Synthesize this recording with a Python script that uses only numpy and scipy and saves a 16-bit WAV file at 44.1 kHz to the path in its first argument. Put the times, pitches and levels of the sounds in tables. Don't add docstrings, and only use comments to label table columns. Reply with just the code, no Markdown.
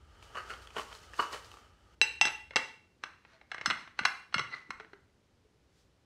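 import sys
import numpy as np
from scipy import signal
from scipy.io import wavfile
from scipy.ndimage import uniform_filter1d

SR = 44100
rng = np.random.default_rng(int(sys.argv[2]) if len(sys.argv) > 2 else 0)


def store_wav(level_fs):
    pcm = np.round(np.clip(np.atleast_2d(level_fs), -1, 1) * 32767)
    wavfile.write(sys.argv[1], SR, pcm.T.astype(np.int16))


N = 266805
TIME = np.arange(N) / SR
T = np.arange(SR // 2) / SR


# (time [s], level [dB], rise [s], decay [s], cavity level [dB], air column pitch [Hz])
SLOPS = [(0.356, -41, 0.0043, 0.009, -1, 1160), (.3705, -40, 0.0009, 0.025, 4, 1266),
         (.504, -41, 0.0044, 0.016, 1.5, 1317), (0.7656, -33, 0.00068, 0.0044, -21, 1470),
         (.784, -34, 0.015, 0.018, -8, 1030), (0.929, -50, 0.042, 0.0097, 3.5, 1147),
         (1.198, -30.5, 0.005, 0.0071, 6.5, 1151), (1.224, -43, 0.0042, 0.019, 12, 1137),
         (1.34, -39, 0.011, 0.019, -0.5, 1340)]
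# (frequency [Hz], level [dB])
SLAP_SPECTRUM = [(60, -23), (160, -9), (260, -10.5), (420, 2), (700, -3.5), (1300, 1), (1900, -5),
                 (2400, -10.5), (3000, -3.5), (4000, -28), (7000, -31), (15000, -52)]
# (frequency [Hz], level [dB], T60 [s])
AIR_MODES = [(940, -5, .018), (1150, 0, .032), (1290, -2, .022), (2970, -11, .035), (4400, -15, .02)]

def slopping(lead_s=.04):
    out = np.zeros(N)
    for s, db, rise, decay, cavity_db, column_hz in SLOPS:
        cavity = ring([(hz * column_hz / AIR_MODES[1][0] if hz < 2000 else hz, gain, t60)
                       for hz, gain, t60 in AIR_MODES])
        envelope = np.exp(np.minimum((T - lead_s) / rise, (lead_s - T) / decay))
        push = envelope * crackle(len(T), per_s=7000, spread_db=6.5)
        slap = crest(colour(push, SLAP_SPECTRUM))
        hollow = crest(signal.fftconvolve(push, cavity)[:len(T)])
        add(out, s - lead_s, amp(db) * (slap + amp(cavity_db) * hollow))
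    return out


# (time [s], level [dB], pitch [Hz])
SNAPS = [(0.2264, -49.5, 2880), (0.537, -42.5, 3000), (0.673, -45.5, 3140), (0.705, -50.5, 2420),
         (0.928, -45.5, 3070), (0.951, -46.5, 4220), (1.135, -43, 1710), (1.141, -45.5, 2630),
         (1.329, -43, 4500), (1.446, -50, 4530), (1.516, -46.5, 2860), (1.54, -48, 1170),
         (1.570, -49, 1190)]

def snapping():
    out = np.zeros(N)
    for s, db, hz in SNAPS:
        tone = crest(bubble(hz, cycles=4, glide=.05))
        slap = crest(colour(burst(.003), SLAP_SPECTRUM))
        spray = crest(colour(burst(.002), FIZZ_SPECTRUM))
        add(out, s, amp(db) * crest(tone + .7 * slap + .3 * spray))
    return out


# (time [s], level [dB])
SLIDE = [(0.0, -69.5), (0.2, -61.5), (0.49, -52.5), (0.72, -60), (1.12, -58.5), (1.28, -51.5),
         (1.41, -58.5), (1.6, -59.5), (1.76, -69.5), (1.95, -66)]

def sliding():
    smear = crackle(N, per_s=6000, spread_db=3)
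    direct = unit(colour(smear, SLAP_SPECTRUM))
    hollow = unit(signal.fftconvolve(smear, ring(AIR_MODES))[:N])
    return (amp(-3.5) * direct + amp(-7.5) * hollow) * level(SLIDE)


# (time [s], clack level [dB], glass level [dB], plate level [dB], glass tilt [dB/octave])
CLINKS = [(2.0146, -17.5, -19, -32.5, -1), (2.2125, -18.5, -17.5, -25.5, -2),
          (2.2535, -23, -25.5, -31.5, 1.5), (2.272, -28.5, -39, -36.5, -5), (2.282, -31, -37.5, -39, -2),
          (2.5591, -20, -24.5, -34, 0.5), (2.565, -19.5, -44, -35, -2)]
# (frequency [Hz], level [dB], T60 [s])
GLASS_MODES = [(2713, 0, .115), (2730, -18, .55), (3962, -8, .07), (5000, -18, .1), (5308, -18, .07),
               (6062, -13, .1), (6632, -31, .05), (7745, -19, .08), (8457, -24, .09), (9857, -37, .11),
               (10800, -36, .06), (11110, -32, .11), (13480, -45, .07), (14100, -48, .07)]
PLATE_MODES = [(140, -19, .12), (855, -9, .3), (900, -9, .22), (1340, -7, .08), (1690, -9, .1),
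               (1997, 0, .16), (2121, -8, .2), (3316, -12, .2), (3965, 2, .09), (5300, -10, .1)]
# (frequency [Hz], level [dB])
CLACK_SPECTRUM = [(50, -23), (150, -11), (350, -7), (700, -4), (1400, -2), (2200, 0), (3300, -6),
                  (4500, -8), (6000, -11), (7000, -25), (8200, -22), (9500, -36), (15000, -52)]

def clinking():
    out = np.zeros(N)
    for s, clack_db, glass_db, plate_db, tilt_db in CLINKS:
        clack = amp(clack_db) * crest(colour(burst(.0021), CLACK_SPECTRUM))
        glass = amp(glass_db) * crest(ring(GLASS_MODES, tilt_db, detune=.0006, scatter_db=1))
        plate = amp(plate_db) * crest(ring(PLATE_MODES, detune=.002, scatter_db=1))
        add(out, s, clack + glass + plate)
    return out


# (time [s], strength [dB], lingering ring [dB], contact pitch [Hz])
KNOCKS = [(2.508, -31.5, -18, 1360), (2.535, -39, -22, 1500), (2.569, -20.5, 3.5, 1495),
          (3.037, -20, -43, 1540), (3.25, -42, -27, 1630), (3.413, -42, -35, 1630),
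          (3.516, -22.5, -13, 1660), (3.545, -25.5, -24, 1615), (3.581, -30.5, -20, 1670),
          (3.612, -24.5, -19, 1420), (3.659, -10.5, -8, 1520), (3.701, -15, -12.5, 1420),
          (3.708, -15, -9, 1273), (3.875, -36.5, -27.5, 1060), (3.99, -16.5, -9.5, 1500),
          (4.034, -32, -9.5, 1240), (4.051, -13.5, 1, 1440), (4.053, -9, -13.5, 1300),
          (4.326, -37.5, -11, 1500), (4.342, -13, -8, 1450), (4.381, -19, 2, 1470),
          (4.394, -16.5, -7, 1350), (4.705, -23, -35, 1530), (4.799, -31.5, -28, 1500),
          (4.807, -35.5, -24, 1540), (4.847, -40, -20.5, 1660), (4.932, -37, -24, 1590)]
# (frequency [Hz], level [dB], T60 [s])
SEATED_MODES = [(1170, -5, .08), (1384, -2, .1), (1490, -2, .1), (2010, -6, .17), (2132, -1, .15),
                (2750, -6, .12), (2940, -7, .13), (3316, -9, .16), (4010, -4, .08), (4230, -6, .07),
                (5324, -7, .12), (6142, -10, .12), (7650, -18, .09), (8420, -21, .09), (9850, -34, .1),
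                (10850, -30, .1), (13800, -41, .08)]
# (frequency [Hz], level [dB])
KNOCK_SPECTRUM = [(40, -28), (150, -17), (400, -12), (750, -9), (1200, -1), (1550, 0), (2200, -4),
                  (3500, -13), (4150, -7), (4900, -16), (6200, -16), (7000, -27), (8500, -28), (15000, -52)]

def knocking(firm_db=-9.5):
    out = np.zeros(N)
    for s, db, ring_db, clop_hz in KNOCKS:
        modes = ring(SEATED_MODES, detune=.01, scatter_db=3)
        choked = modes * np.exp(-T / .0052)
        clop = ring([(clop_hz, 0, .018)])
        blow = crest(colour(burst(.0042), KNOCK_SPECTRUM)) + amp(-4) * crest(clop)
        blow += amp(-2) * crest(choked) + amp(ring_db) * crest(modes)
        softer_db = firm_db - db
        bass = amp(-25.5 + .37 * softer_db) * crest(band(blow, 800, "low"))
        middle = amp(-8.5) * crest(band(blow, [800, 3000], "band"))
        treble = amp(-15.5 - .48 * softer_db) * crest(band(blow, 3000, "high"))
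        add(out, s, amp(db) * (bass + middle + treble))
    return out


# (time [s], level [dB], rise [s])
SHIFTS = [(3.335, -62.5, 0.061), (3.80, -54, 0.045), (4.55, -49.5, 0.036)]
SQUEAKS = [(4.541, -36.5, 0.015)]

def rubbing():
    slips = crackle(N, per_s=2500, spread_db=2.5)
    plate = ring([(2020, 0, .035), (1400, -1, .01), (4120, -7, .012)])
    squeak = swells(SQUEAKS, decay_s=.0079) * unit(signal.fftconvolve(slips, plate)[:N])
    skids = swells([(s, db - 37.5, .0099) for s, db, *_ in KNOCKS], decay_s=.067)
    scraping = np.hypot(skids, swells(SHIFTS, decay_s=.045))
    return squeak + scraping * unit(colour(slips, KNOCK_SPECTRUM))


# (time [s], level [dB], first pitch [Hz], last pitch [Hz], length [s])
GULPS = [(3.315, -65, 680, 640, 0.055), (3.670, -37, 430, 134, 0.017), (3.712, -47, 263, 118, 0.021),
         (4.006, -40.5, 429, 122, 0.015), (4.353, -36.5, 445, 88, 0.02), (4.392, -45, 169, 123, 0.032),
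         (4.689, -49, 553, 142, 0.015)]

def gulping():
    out = np.zeros(N)
    for s, db, first_hz, last_hz, length in GULPS:
        progress = T[T < length] / length
        turns = np.cumsum(first_hz * (last_hz / first_hz) ** progress) / SR
        add(out, s, amp(db) * np.sin(2 * np.pi * turns) * np.sin(np.pi * progress ** 1.5))
    return out


# (time [s], level [dB], pitch [Hz])
PLOPS = [(4.802, -48.5, 439), (4.847, -59, 328), (4.933, -49, 400), (5.45, -60.5, 429.6)]

def plopping(decay_s=.016):
    out = np.zeros(N)
    for s, db, hz in PLOPS:
        add(out, s, amp(db) * np.sin(2 * np.pi * hz * T) * np.exp(-T / decay_s))
    return out


# (time [s], level [dB], rise [s])
PEELS = [(0.228, -61.5, 0.0027), (0.374, -57.5, .02), (0.505, -55.5, 0.016), (0.625, -61.5, 0.013),
         (0.786, -49, 0.023), (0.955, -56.5, 0.075), (1.032, -62.5, .01), (1.21, -48, 0.035),
         (1.33, -48, 0.012), (1.45, -60.5, .01), (1.54, -64, 0.066), (5.8, -74, 0.066)]
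# (frequency [Hz], level [dB])
FIZZ_SPECTRUM = [(500, -37), (2500, -10), (4500, -4.5), (6500, -8.5), (8500, -12), (11000, -20.5),
                 (16000, -27.5)]

def fizzing():
    spray = unit(colour(crackle(N, per_s=9000, spread_db=3), FIZZ_SPECTRUM))
    slide_fizz = amp(-11.5) * level(SLIDE)
    wetness = np.hypot(swells(PEELS, decay_s=.046), slide_fizz)
    return wetness * (spray + amp(-7) * squelch())


def squelch(sizes=24):
    out = np.zeros(N)
    for hz in np.geomspace(1400, 6500, sizes):
        births = crackle(N, per_s=20, spread_db=3)
        bubbles = signal.oaconvolve(births, bubble(hz, cycles=8.6, glide=.12))[:N]
        out += amp(-np.log2(hz / 1400)) * unit(bubbles)
    return unit(out)


def bubble(hz, cycles, glide):
    age = T * hz / cycles
    turns = np.cumsum(hz * (1 + glide * np.tanh(age))) / SR
    return np.sin(2 * np.pi * turns) * np.exp(-age) * (1 - np.exp(-6 * age))


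# (frequency [Hz], T60 [s])
ROOM_T60 = [(100, 0.66), (400, 0.42), (1200, 0.41), (2700, 0.46), (7000, 0.41), (15000, 0.54)]
# (frequency [Hz], level [dB])
ROOM_SPECTRUM = [(60, -6), (200, -9.5), (800, -7), (2000, -8), (5000, -13.5), (12000, -7)]

def room(x, places=3, echoes_per_s=3000):
    out = np.zeros(N)
    for k in range(places):
        taps = rng.choice([-1., 1.], len(T)) * (rng.random(len(T)) < echoes_per_s / SR)
        taps *= np.clip((T - .003) / .01, 0, 1)
        hz, t, spectra = signal.stft(taps, SR, nperseg=256)
        decay = np.exp(-np.log(1000) * t / read(ROOM_T60, hz)[:, None])
        tail = signal.istft(spectra * decay, SR, nperseg=256)[1]
        midband_norm = np.linalg.norm(taps * np.exp(-np.log(1000) * T / ROOM_T60[2][1]))
        tail = colour(tail / midband_norm, ROOM_SPECTRUM)
        crossfade = np.sqrt(2 / places) * np.cos(np.pi * (TIME + k / places))
        out += signal.fftconvolve(x * crossfade, tail)[:N]
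    return out


# (frequency [Hz], level [dB])
AMBIENT_SPECTRUM = [(25, -20), (100, -6), (160, -11), (400, -13), (650, -21), (2000, -27), (5500, -32),
                    (11000, -44), (15500, -54)]
# (time [s], level [dB])
RUMBLE = [(0.0, -58.5), (0.25, -57), (2.15, -65), (3.0, -77.5), (4.5, -76), (6.05, -71)]
# (time [s], level [dB], rise [s])
SWINGS = [(2.52, -60, 0.074), (3.69, -58.5, .03), (4.03, -69, .04), (4.36, -70, .02), (4.76, -60, .04)]

def background():
    air, low = rng.standard_normal((2, N))
    rumble = amp(-3) * unit(band(low, [48, 95], "band", order=2))
    hum = amp(-5.5) * np.sin(2 * np.pi * 60 * TIME)
    envelope = np.hypot(level(RUMBLE), swells(SWINGS, decay_s=.05))
    return amp(-70) * unit(colour(air, AMBIENT_SPECTRUM)) + (rumble + hum) * envelope


def ring(modes, tilt_db=0, detune=0, scatter_db=0):
    hz, db, t60 = np.transpose(modes)[:, :, None]
    shift, size = rng.standard_normal((2, len(modes), 1))
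    gain = amp(db + tilt_db * np.log2(hz / hz[0]) + scatter_db * size) * rng.choice([-1, 1], hz.shape)
    contact = np.sin(np.pi / 2 * np.minimum(T / .0004, 1)) ** 2
    sines = np.sin(2 * np.pi * hz * (1 + detune * shift) * T)
    return contact * (gain * np.exp(-np.log(1000) * T / t60) * sines).sum(0)


def burst(decay_s):
    return rng.standard_normal(len(T)) * np.exp(-T / decay_s)


def crackle(count, per_s, spread_db):
    sizes = amp(spread_db * np.minimum(rng.exponential(1, count), 4))
    return unit(sizes * rng.choice([-1, 1], count) * (rng.random(count) < per_s / SR))


def swells(rows, decay_s):
    power = np.zeros(N)
    for s, db, rise in rows:
        log_gain = np.clip(np.minimum((TIME - s) / rise, (s - TIME) / decay_s), -20, 0)
        power += amp(db) ** 2 * np.exp(2 * log_gain)
    return np.sqrt(power)


def colour(x, points, size=4096):
    log_gain = np.log(amp(read(points, abs(np.fft.fftfreq(size, 1 / SR)))))
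    taps = np.fft.ifft(np.exp(np.conj(signal.hilbert(log_gain)))).real
    if abs(taps[-size // 8:]).sum() > abs(taps[1:size // 8]).sum():
        taps = np.roll(taps[::-1], 1)
    return signal.fftconvolve(x, taps[:size // 2])[:len(x)]


def band(x, hz, kind, order=3):
    return signal.sosfilt(signal.butter(order, hz, kind, fs=SR, output="sos"), x)


def amp(db):
    return 10 ** (np.asarray(db) / 20)


def unit(x):
    return x / np.sqrt(np.mean(x ** 2) + 1e-20)


def crest(x, size=176):
    return x / np.sqrt(uniform_filter1d(x ** 2, size).max() + 1e-20)


def read(points, hz):
    f, value = np.transpose(points)
    return np.interp(np.log(hz + 1), np.log(f), value)


def level(curve):
    return amp(np.interp(TIME, *np.transpose(curve), left=-120, right=-120))


def add(mix, s, sound):
    part = mix[max(round(s * SR), 0):][:len(sound)]
    part += sound[:len(part)]


def scene():
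    handling = slopping() + snapping() + sliding() + clinking() + knocking() + rubbing()
    handling += gulping() + plopping()
    fizz = fizzing()
    return (handling + fizz + room(handling + amp(-3.5) * fizz) + background())[None]


def record(dry):
    lowpass = signal.firwin(511, 15700, window=("kaiser", 9), fs=SR)
    return signal.oaconvolve(dry, lowpass[None], "same")


dry = scene()
out = record(dry)
store_wav(out)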